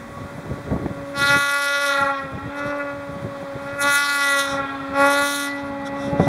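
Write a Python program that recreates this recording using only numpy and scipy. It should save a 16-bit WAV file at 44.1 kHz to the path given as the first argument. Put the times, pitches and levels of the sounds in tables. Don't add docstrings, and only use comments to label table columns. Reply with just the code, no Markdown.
import sys
import numpy as np
from scipy import signal
from scipy.fft import rfft, irfft, next_fast_len
from scipy.io import wavfile
from scipy.ndimage import uniform_filter1d

SR = 44100
rng = np.random.default_rng(int(sys.argv[2]) if len(sys.argv) > 2 else 0)


def persist_wave(psi):
    counts = np.round(np.clip(psi, -1, 1) * 32767).astype(np.int16)
    wavfile.write(sys.argv[1], SR, np.atleast_2d(counts).T)


N = 276941
TIME = np.arange(N) / SR

# frequency in Hz, relative level in dB.
PIPE_COLOUR = [(280, -20.5), (570, 0.5), (850, -3.5), (1130, -1.5), (1415, 12), (1700, 3), (1985, 5.5),
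               (2270, -4), (2550, -2.5), (2950, -8), (3700, 1.5), (4250, -2.5), (4780, -14.5), (5400, -7.5),
               (7800, -30), (10800, -21), (15500, -40)]
# centre in seconds,
# boom in dB before each part's own offset, length in seconds, bark in dB.
HEAVE_BOOMS = [(1.331, -16, 0.039, -10), (2.037, -20, 0.14, -33.5), (2.732, -28.5, 0.17, -42),
               (3.87, -18.5, 0.035, -28.5), (4.564, -19, 0.052, -35), (5.042, -8.5, 0.048, -15.5),
               (5.176, -13, 0.08, -21)]


def from_db(db):
    return 10 ** (np.asarray(db) / 20)


def unit(x):
    return x / np.sqrt(np.mean(x ** 2) + 1e-20)


def together(*gains):
    return 10 * np.log10(sum(g ** 2 for g in gains) + 1e-12)


def curves(rows):
    s, *columns = np.transpose(rows)
    return [np.interp(TIME, s, column) for column in columns]


def swells(rows):
    return sum(from_db(db) * np.exp(-.5 * ((TIME - s) / length) ** 2) for s, db, length in rows)


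def read(points, hz):
    f, db = np.transpose(points)
    return np.interp(np.log(hz + 1), np.log(f + 1), db)


def coloured(x, points):
    size = next_fast_len(N)
    gain = from_db(read(points, np.fft.rfftfreq(size, 1 / SR)))
    return unit(irfft(rfft(x, size) * gain, size)[:N])


def wander(rate):
    count, control_rate = 8192, 1000
    hz = np.fft.rfftfreq(count, 1 / control_rate)
    slow = irfft(rfft(rng.standard_normal(count)) / (1 + (hz / rate) ** 4))
    return np.interp(TIME, np.arange(count) / control_rate, unit(slow))


def pipe_lag(grid):
    log_gain = np.log(from_db(read(PIPE_COLOUR, grid)))
    mirrored = np.r_[log_gain, log_gain[-2:0:-1]]
    return -signal.hilbert(mirrored).imag[:len(grid)]


def exhaust(turns, hz, levels, count=7, shimmer_db=3.0, bounce=0.43, detour=0.000353, sway=.00005, flutter_db=0.04):
    group_orders = [(1, 1), (2, 2), (3, 3), (4, 4), (5, 9), (10, 28), (21, 55)]
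    scatter = .0013
    grid = np.fft.rfftfreq(4096, 1 / SR)
    lag = pipe_lag(grid)
    turns = turns + scatter * (wander(130.3) + wander(37))
    late = (detour + sway * wander(7.6)) * hz
    out = np.zeros(N)
    for (first, last), db in zip(group_orders[:count], levels):
        orders = np.arange(first, last + 1)
        sizes = from_db(read(PIPE_COLOUR, orders * hz.mean()))
        if first > 9:
            sizes *= np.interp(orders, [20, 29], [first < 20, first > 20])
        sizes *= np.sqrt(2) / np.linalg.norm(sizes)
        group = np.zeros(N)
        for k, size in zip(orders, sizes):
            depth = bounce * np.clip(k / 10 - .5, 0, 1)
            comb = 1 + depth * np.cos(2 * np.pi * k * late)
            phase = 2 * np.pi * k * turns + np.interp(k * hz.mean(), grid, lag)
            group -= size * comb * np.cos(phase)
        shimmer = np.log10(first) * shimmer_db * (wander(150) + wander(16.7)) / 2
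        out += group * from_db(db + shimmer)
    return out * from_db(flutter_db * wander(50))


def bared():
    # start, end and rise in seconds, bark, rasp and fizz in dB,
    # sag of the bark in dB per second, fade of the bark after the end in dB per second.
    lifts = [(1.137, 1.881, 0.16, -12.5, -24.5, -33.5, 9.5, 47),
             (2.509, 2.688, 0.082, -23.5, -46, -57.5, 27, 48),
             (3.537, 3.806, 0.13, -36, -56, -63, -3.5, 47),
             (3.803, 4.406, 0.086, -15.5, -24.5, -32, 4.7, 104.5),
             (4.933, 5.416, 0.18, -19, -25.5, -31, 9, 73)]
    rasp_fade, fizz_fade = 1.62, 2.25
    flare_gain, flare_s = 0.2, 0.019
    gains = np.zeros((3, N))
    for start, end, rise, bark_db, rasp_db, fizz_db, sag, fade in lifts:
        opening = np.clip((TIME - start) / rise, 0, 1)
        held = np.clip(TIME - start, 0, end - start)
        sunk = np.maximum(TIME - end, 0)
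        flare = 1 + flare_gain * swells([(start + rise, 0, flare_s), (end, 0, flare_s)])
        bark = from_db(bark_db - sag * held - fade * sunk)
        rasp = from_db(rasp_db - rasp_fade * fade * sunk) * flare
        fizz = from_db(fizz_db - fizz_fade * fade * sunk) * flare
        gains += opening * np.array([bark, rasp, fizz])
    return gains


def exhaust_levels(heave, uneven_db=1.1, uneven_rate=7, burble_db=3.5, burble_rate=14):
    # time in seconds, first and second firing order in dB.
    drone_rows = [(0, -50.5, -44.5), (.6, -43.5, -43), (1.12, -37, -34), (1.442, -40, -31),
                  (1.9, -41.5, -23.5), (2.382, -36, -43.5), (2.71, -30, -25.5), (3.1, -39.5, -34),
                  (3.782, -40, -32), (4.1, -37.5, -41.5), (4.369, -34, -24), (4.72, -31.5, -43),
                  (4.97, -30, -28.5), (5.48, -26, -33), (5.62, -27, -29.5), (5.9, -29, -30),
                  (6.28, -23, -20.5)]
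    drone_boom_db = [-13, -6.5]
    # buried level in dB at 0 s, gain from the approach
    # in dB per second, offset in dB against the bared bark, offset in dB against a boom.
    middle_rows = [(-61.5, 4.5, -18, -9), (-48.5, 1.7, -7.5, -8)]
    # centre in seconds, level in dB, length in seconds.
    spit_rows = [(1.38, -31, .02), (3.825, -26.5, .014), (3.94, -26, 0.038), (5.33, -29, 0.078)]
    buried_bark_db, approach_db_per_s = -54.5, 2
    buried_rasp_db, buried_fizz_db = -65.5, -68
    bark, rasp, fizz = bared()
    drone = [together(from_db(db), heave * from_db(boom))
             for db, boom in zip(curves(drone_rows), drone_boom_db)]
    middle = [together(from_db(buried + approach * TIME), bark * from_db(bare), heave * from_db(boom))
              for buried, approach, bare, boom in middle_rows]
    heave_bark = swells([(s, db, length) for s, _, length, db in HEAVE_BOOMS])
    top = [together(bark, heave_bark, from_db(buried_bark_db + approach_db_per_s * TIME)),
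           together(rasp, from_db(buried_rasp_db)),
           together(fizz, swells(spit_rows), from_db(buried_fizz_db))]
    covered = np.clip(1 - 2 * rasp / rasp.max(), 0, 1)
    upper = [db + uneven_db * wander(uneven_rate) + burble_db * covered * wander(burble_rate)
             for db in middle + top]
    return drone + upper


def blowdown(turns, levels, spit_db=2.5):
    puff_db = [-22, -13, -6]
    decay = .28
    puffs = unit(0.9 + np.exp(-(turns % 1) / decay)) * from_db(spit_db * wander(38))
    gas = coloured(rng.standard_normal(N), PIPE_COLOUR)
    out = np.zeros(N)
    for edges, db, under in zip([[1200, 2740], [2700, 6000], [7000, 11700]], levels, puff_db):
        band = signal.butter(3, edges, "band", fs=SR, output="sos")
        out += unit(signal.sosfilt(band, gas)) * from_db(db + under)
    return puffs * out


def crank(turns, first_order, half_db=-19, fall_db=-0.88, waver_db=3):
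    lines = np.zeros(N)
    for k in range(1, 10):
        level = from_db(fall_db * k + waver_db * wander(3.5))
        lines += level * np.cos(2 * np.pi * ((k + .5) * turns + rng.random()))
    return from_db(first_order + half_db) * np.sqrt(2) * lines


def engine_whine(turns):
    # centre in seconds, level in dB, length in seconds.
    swell_rows = [(4.3, -17.5, 0.091), (5.5, -24.5, 0.062), (5.93, -36.5, 0.15), (6.27, -30.5, 0.055)]
    steady_db = -52
    return np.sqrt(2) * np.cos(2 * np.pi * 7 * turns) * (from_db(steady_db) + swells(swell_rows))


def track(turns, heave, clump_db=0.5, throb=0.033):
    # frequency in Hz, relative density in dB per Hz.
    churn_colour = [(60, -6), (150, 2), (400, -7.5), (700, 6), (1300, 5.5), (1700, 1), (2000, 1),
                    (2600, -7), (3600, -5.5), (5000, -16), (8000, -48), (15500, -39)]
    # time in seconds, centre pitch in Hz, level in dB.
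    drive_rows = [(0, 236, -46), (1.1, 232, -70), (3, 240, -61), (5.4, 241, -50.5), (5.75, 220, -39),
                  (6, 211, -37.5), (6.28, 208, -29)]
    start_db, approach_db_per_s, heave_db = -44.5, 1.42, -17.5
    level = together(from_db(start_db + approach_db_per_s * TIME), heave * from_db(heave_db))
    pulsed = rng.standard_normal(N) * (1 + throb * np.cos(2 * np.pi * turns))
    churn = coloured(pulsed, churn_colour) * from_db(level + clump_db * wander(30))
    hz, db = curves(drive_rows)
    drive_turns = np.cumsum(hz * (1 + 0.0089 * wander(16))) / SR
    whine = np.sqrt(2) * np.sin(2 * np.pi * drive_turns)
    return churn + whine * from_db(db)


def thrown_snow():
    # centre in seconds, level in dB, length in seconds.
    sheets = [(4.5, -27.5, 0.049), (5.87, -31.5, 0.011), (6.04, -36, 0.045), (6.245, -33.5, 0.036)]
    # frequency in Hz, relative density in dB per Hz.
    spray_colour = [(500, -22), (1400, 5.5), (2500, -25), (3600, 2), (4600, -21), (5500, -3.5), (7000, -19),
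                    (10500, -17), (15500, -38)]
    return coloured(rng.standard_normal(N), spray_colour) * swells(sheets)


def forest(hz, levels, delay=0.698, spread=0.066):
    # time in seconds, level in dB.
    backward = [(0, -8), (1.38, -6), (1.6, -16), (2.6, -19.5), (3.85, -7), (4.4, -20.5), (6.28, -29)]
    # time in seconds, centre Doppler factor.
    doppler_rows = [(0, .97), (1.3, .976), (1.5, .962), (1.7, .948), (3, .975), (3.85, .967), (4.15, .953),
                    (5, .97)]
    db, = curves(backward)
    doppler, = curves(doppler_rows)
    turns = np.cumsum(hz * doppler * (1 + 0.00897 * wander(29.64))) / SR
    sent = exhaust(turns, hz, levels, count=6) * from_db(db)
    band = signal.butter(2, [500, 2300], "band", fs=SR, output="sos")
    carried = signal.sosfilt(band, sent)
    t = np.arange(SR) / SR
    hits = rng.standard_normal(SR) * (rng.random(SR) < 1500 / SR)
    trunks = hits * np.exp(-.5 * ((t - delay) / spread) ** 2)
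    return signal.fftconvolve(carried, trunks / np.linalg.norm(trunks))[:N]


def wind(wind_db=-1, eddy_db=2, lump_db=3.5, buffet_db=-4, bright_hz=750, rise=0.0012, thump_hz=170, thump=1.0):
    # frequency in Hz, relative density in dB per Hz.
    wind_colour = [(20, -24), (45, -15), (70, -1.5), (130, 1.5), (220, -2.5), (350, -7.5), (600, -12),
                   (1000, -35), (2000, -73), (5000, -63)]
    # time in seconds, level in dB before eddies and the wind_db trim.
    breeze_rows = [(0, -38), (1.3, -38), (1.6, -53), (2.1, -45.5), (3.7, -37), (4.2, -58), (4.55, -38),
                   (5.35, -45.5), (6.28, -26.5)]
    # centre in seconds, level in dB before the wind_db trim, length in seconds.
    gust_rows = [(.22, -32, .03), (.51, -27.5, 0.037), (.73, -20.5, 0.024), (.82, -24, 0.095),
                 (1.23, -29.5, 0.037), (1.35, -23.5, 0.035), (2.02, -29, 0.036), (2.25, -32.5, 0.017),
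                 (2.35, -28, 0.026), (2.46, -26.5, 0.027), (2.66, -27, 0.022), (3.22, -31, 0.084),
                 (3.55, -34, 0.03), (3.87, -35.5, 0.038), (4.82, -34, .02), (6.12, -21.5, 0.035),
                 (6.24, -20.5, 0.069)]
    # start in seconds, level in dB before the buffet_db trim, decay in seconds.
    buffet_rows = [(0.175, -25.5, 0.011), (0.375, -26, 0.038), (0.455, -31, .02), (0.708, -20, 0.017),
                   (0.761, -15, 0.0097), (0.859, -10, 0.0047), (3.427, -23, 0.012), (6.196, -2, 0.017),
                   (6.269, -3, 0.028)]
    breeze_db, = curves(breeze_rows)
    level = together(from_db(breeze_db + eddy_db * wander(19)), swells(gust_rows))
    lumpy = rng.standard_normal(N) * from_db(lump_db * wander(30))
    out = coloured(lumpy, wind_colour) * from_db(level + wind_db)
    flurry_colour = [(30, -30), (100, -4), (230, 0), (bright_hz, -7), (1500, -21), (4000, -48), (12000, -75)]
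    flurry = coloured(rng.standard_normal(N), flurry_colour)
    for s, db, decay in buffet_rows:
        age = np.maximum(TIME - s, 0)
        blow = np.minimum(age / rise, 1) * np.exp(-age / decay)
        out = out + from_db(db + buffet_db) * blow * (flurry + thump * np.sin(2 * np.pi * thump_hz * age))
    return signal.sosfilt(signal.butter(2, 45, "high", fs=SR, output="sos"), out)


def far_hiss(air_db=-45.0):
    # frequency in Hz, relative density in dB per Hz.
    air_colour = [(100, -1.5), (1000, 2.5), (2000, -0.5), (3500, -20), (6000, -14), (10000, -18.5),
                  (15500, -23.5)]
    return coloured(rng.standard_normal(N), air_colour) * from_db(air_db)


def scene(jitter=0.0014, lead=0.024):
    # time in seconds, firings per second before the jitter.
    revs = [(0, 278), (.4, 284), (1.05, 280), (1.35, 283), (1.83, 283.6), (2.1, 279), (2.3, 269),
            (2.45, 282), (2.7, 288.5), (2.9, 283.5), (3.53, 277.5), (3.85, 283.8), (4.05, 285.7),
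            (4.42, 278.3), (4.85, 275), (5.15, 283.5), (5.3, 284.8), (5.87, 277.7), (6.28, 283)]
    hz, = curves(revs)
    turns = np.cumsum(hz * (1 + jitter * wander(30.0))) / SR
    heave = swells([row[:3] for row in HEAVE_BOOMS])
    levels = exhaust_levels(heave)
    engine = exhaust(turns, hz, levels) + crank(turns, levels[0]) + engine_whine(turns)
    gas = blowdown(turns + lead, levels[-3:])
    sled = engine + gas + track(turns, heave) + thrown_snow()
    return (sled + forest(hz, levels) + wind() + far_hiss())[None]


def gain_control(x, threshold_db=-22, share=0.44, recovery_db_per_s=4.5, size=2600):
    power = abs(uniform_filter1d(x[0] ** 2, size, origin=size // 2 - 1))
    power_db = 10 * np.log10(power + 1e-12)
    fall = TIME * recovery_db_per_s
    held_db = np.maximum.accumulate(power_db + fall) - fall
    over_db = np.maximum(held_db - threshold_db, 0)
    return x / from_db(share * uniform_filter1d(over_db, size // 4))


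def record(dry):
    # frequency in Hz, width in Hz.
    mic_dips = [(2895, 346), (11780, 1200)]
    edge_hz = 15750
    for hz, width in mic_dips:
        dry = signal.lfilter(*signal.iirnotch(hz, hz / width, SR), dry)
    low_pass = signal.firwin(711, edge_hz, window=("kaiser", 9), fs=SR)
    return signal.oaconvolve(gain_control(dry), low_pass[None], "same")


dry = scene()
out = record(dry)
persist_wave(out)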